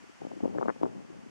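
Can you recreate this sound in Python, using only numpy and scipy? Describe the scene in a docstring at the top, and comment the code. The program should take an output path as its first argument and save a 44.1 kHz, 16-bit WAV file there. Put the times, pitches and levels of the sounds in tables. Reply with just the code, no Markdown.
"""Steam hisses steadily from a distant vent on open volcanic ground.
A gust rises and fades at the stereo microphone: eddies strike the left port as short, dull thumps
over a fluttering rumble. The recorder's wind filter thins their bass, and its stereo circuit feeds
them inverted to the right. Its gain dips a little after the hardest thumps."""
import sys
import numpy as np
from scipy import signal
from scipy.fft import rfft, irfft
from scipy.io import wavfile
from scipy.ndimage import uniform_filter1d

SR = 44100
rng = np.random.default_rng(int(sys.argv[2]) if len(sys.argv) > 2 else 0)


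def generate_wav(sig):
    """Save sig (samples, or channels by samples) to the path in sys.argv[1] as 16-bit PCM at SR."""
    pcm = np.round(np.clip(np.atleast_2d(sig).T, -1, 1) * 32767).astype(np.int16)
    wavfile.write(sys.argv[1], SR, pcm)


N = 57330


def undb(db):
    """Decibels to gain."""
    return 10 ** (np.asarray(db) / 20)


def unit(x):
    """Scale to rms 1."""
    return x / np.sqrt(np.mean(x ** 2))


def over_hz(points):
    """A table over log frequency, read at every bin."""
    hz, value = np.array(points, float).T
    return np.interp(np.log(np.fft.rfftfreq(N, 1 / SR) + 1), np.log(hz), value)


def noise(gain):
    """Noise with the given gain per bin."""
    return irfft(rfft(rng.standard_normal(N)) * gain, N)


def wander(rate_hz):
    """Smooth random wander with rms 1."""
    hold = max(int(SR / rate_hz), 2)
    steps = np.repeat(rng.standard_normal(N // hold + 2), hold)
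    return unit(uniform_filter1d(uniform_filter1d(steps, hold), hold)[:N])


# Colour of the steam jet, heard from far across open ground: freq_hz, relative_db
STEAM_SPECTRUM = [(40, -5.5), (150, -17), (400, -5.5), (700, 1), (1000, 2), (1700, 1), (2400, -2),
                  (3100, -5), (3900, -14), (4600, -10), (6500, -10), (8000, -15.5), (10000, -21.5),
                  (13000, -33), (15000, -41)]
# How alike the steam is in left and right: freq_hz, correlation
STEAM_CORRELATION = [(100, -0.9), (500, -0.37), (1200, -0.1), (2300, -0.24), (4000, 0.03), (14000, -.05)]


def steam():
    """The distant jet: a wide, smooth hiss that wavers a little on its way through the air."""
    colour = undb(over_hz(STEAM_SPECTRUM))
    alike = np.clip(over_hz(STEAM_CORRELATION), -1, 1)
    mid = noise(colour * np.sqrt(1 + alike))
    side = noise(colour * np.sqrt(1 - alike))
    level_db = -57.5 + 0.32 * wander(rate_hz=5.4)
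    return unit(np.array([mid + side, mid - side])) * undb(level_db)


def wind_filter(freq_hz, cut_hz=268.7, q=1.66):
    """Response of the recorder's slightly ringing bass cut."""
    s = 1j * freq_hz / cut_hz
    return s ** 2 / (s ** 2 + s / q + 1)


# Strength of the gust at the microphone, as the level of its rumble: time_s, level_db
GUST_LEVELS = [(0, -57), (.18, -60), (0.212, -44), (.29, -47), (.37, -43), (0.416, -50.5), (0.438, -31),
               (0.518, -41), (.6, -37.5), (.7, -39), (.74, -48), (.79, -44.5), (.835, -33), (0.922, -39),
               (.97, -37.5), (1.059, -47), (1.15, -43), (1.23, -47), (1.3, -47.5)]
# Colour of the rumble at the port, ahead of the wind filter: freq_hz, relative_db
RUMBLE_SPECTRUM = [(30, 3), (100, 8.5), (190, 4), (300, -9), (500, -12), (800, -16), (1300, -29),
                   (2500, -81)]


def rumble(flutter_db=2):
    """Small turbulence flutters right at one port and swells with the gust."""
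    gust_db = np.interp(np.arange(N) / SR, *np.array(GUST_LEVELS).T)
    flow = noise(undb(over_hz(RUMBLE_SPECTRUM)) * wind_filter(np.fft.rfftfreq(N, 1 / SR)))
    flutter = undb(flutter_db * wander(rate_hz=60))
    return undb(gust_db) * unit(flow * flutter)


# Eddies striking the left port of the microphone: time_s, relative_peak_db, upper_edge_hz
EDDY_STRIKES = [(0.0411, -38.5, 400), (0.0971, -40, 370), (.2185, -25, 810), (0.2511, -22, 810),
                (0.2692, -23.5, 764), (0.3089, -39, 600), (0.317, -25.5, 950), (0.3356, -29, 634),
                (0.3667, -32.5, 543), (0.376, -32.5, 493), (0.406, -28, 860), (0.4351, -16, 620),
                (.4481, -21.5, 755), (.4566, -11, 830), (0.4791, -21.5, 820), (0.496, -26, 420),
                (0.504, -29.5, 423), (0.5282, -32.5, 424), (0.5497, -21.5, 950), (0.553, -26.5, 630),
                (0.5597, -19.5, 650), (0.5688, -21.5, 715), (0.5851, -12.5, 1540), (0.598, -21.5, 626),
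                (.6130, -16, 1100), (0.6203, -17.5, 1160), (0.6285, -12, 1375), (0.6413, -30, 700),
                (0.6581, -17.5, 1130), (.6680, -29, 1050), (0.684, -9.5, 1530), (.6935, -11, 1670),
                (0.7017, -13.5, 1760), (0.7125, -38, 818), (0.7608, -30.5, 800), (0.7652, -33, 696),
                (.7972, -59, 600), (.8143, -19, 836), (0.8265, -26, 785), (0.8333, -7.5, 1100),
                (0.845, -19.5, 580), (.8479, -17.5, 580), (0.856, -18, 1360), (0.8636, -16.5, 950),
                (0.8738, -29, 550), (0.8825, -32, 537), (0.9526, -31, 473), (0.9797, -32.5, 394),
                (1.0047, -32, 505), (1.103, -32, 400), (1.1479, -36.5, 550), (1.1642, -36.5, 526),
                (1.263, -32.5, 476), (1.2700, -35, 505)]


def eddies(size=4096):
    """Each eddy is a rounded pressure dip in a turbulent wake; a hard one rings the port and snaps."""
    wake_db, rise_s, decay_s = -4, 0.0032, 0.0044
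    hollow_hz, hollow_octaves = 950, 0.21  # the port's resonance: centre, width
    snap_db, snap_hz = -37, 2920
    tilt_db_per_octave, rolloff_db_per_octave, trim_db = -5, 44, -0.5
    t = (np.arange(size) - size // 2) / SR
    f = np.fft.rfftfreq(size, 1 / SR) + 1
    wake_envelope = np.exp(-np.maximum(t, 0) / decay_s + np.minimum(t, 0) / rise_s)
    hollow = np.exp(-(np.log2(f / hollow_hz) / hollow_octaves) ** 2)
    snap = undb(snap_db) * np.exp(-(f / snap_hz) ** 2 / 2)
    tilt_db = tilt_db_per_octave * np.log2(np.hypot(1, f / 268.7))  # above the wind filter's corner
    hardest_db = max(row[1] for row in EDDY_STRIKES)
    out = np.zeros(N + 2 * size)
    for time_s, peak_db, upper_edge_hz in EDDY_STRIKES:
        hardness = undb(6.2 * (peak_db - hardest_db))  # near 0 for all but the hardest blows
        wake = rng.standard_normal(size) * wake_envelope
        pressure = undb(wake_db) * wake / np.linalg.norm(wake) - (t == 0)
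        treble_loss = np.hypot(1, undb(rolloff_db_per_octave * np.log2(f / upper_edge_hz)))
        lower_edge_hz = 0.13 * upper_edge_hz  # small, fast eddies carry less bass
        bass_loss = np.hypot(1, (lower_edge_hz / f) ** 2)
        ring_db = (0.5 + 6.5 * hardness) * hollow
        body = undb(tilt_db + ring_db) / (treble_loss * bass_loss)
        thump = irfft(rfft(pressure) * (body + hardness * snap) * wind_filter(f), size)
        thump /= np.abs(signal.hilbert(thump)).max()
        start = int(time_s * SR) + size // 2
        out[start:start + size] += undb(peak_db + trim_db) * thump
    return out[size:size + N]


def stereo_circuit(wind, cross_gain=0.65, cross_hz=1100):
    """Wind on one port feeds its own channel, and a duller inverted copy feeds the other."""
    dulled = irfft(rfft(wind) / (1 + 1j * np.fft.rfftfreq(N, 1 / SR) / cross_hz), N)
    return np.array([wind, -cross_gain * dulled])


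def scene():
    """Steam in the distance, wind right on the microphone and mostly on its left port."""
    far_steam = steam()
    left_wind = stereo_circuit(eddies() + rumble())
    right_wind = undb(-9) * stereo_circuit(rumble())[::-1]
    return far_steam + left_wind + right_wind


def record(dry):
    """The recorder turns down a little after the hardest thumps, recovers slowly, and cuts the top."""
    threshold_db, share_removed, attack_s, top_hz = -13.5, 0.46, 0.0029, 15000
    peak_db = 20 * np.log10(np.abs(dry).max(axis=0) + np.finfo(float).eps)
    excess_db = np.maximum(peak_db - threshold_db, 0)
    recovery_db = 3 * np.arange(N) / SR  # the held excess falls 3 dB a second
    held_db = np.maximum.accumulate(excess_db + recovery_db) - recovery_db
    pole = np.exp(-1 / (attack_s * SR))
    gain = undb(-share_removed * signal.lfilter([1 - pole], [1, -pole], held_db))
    top_cut = signal.ellip(8, .2, 70, top_hz, fs=SR, output="sos")
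    return signal.sosfilt(top_cut, dry * gain)


dry = scene()
out = record(dry)
generate_wav(out)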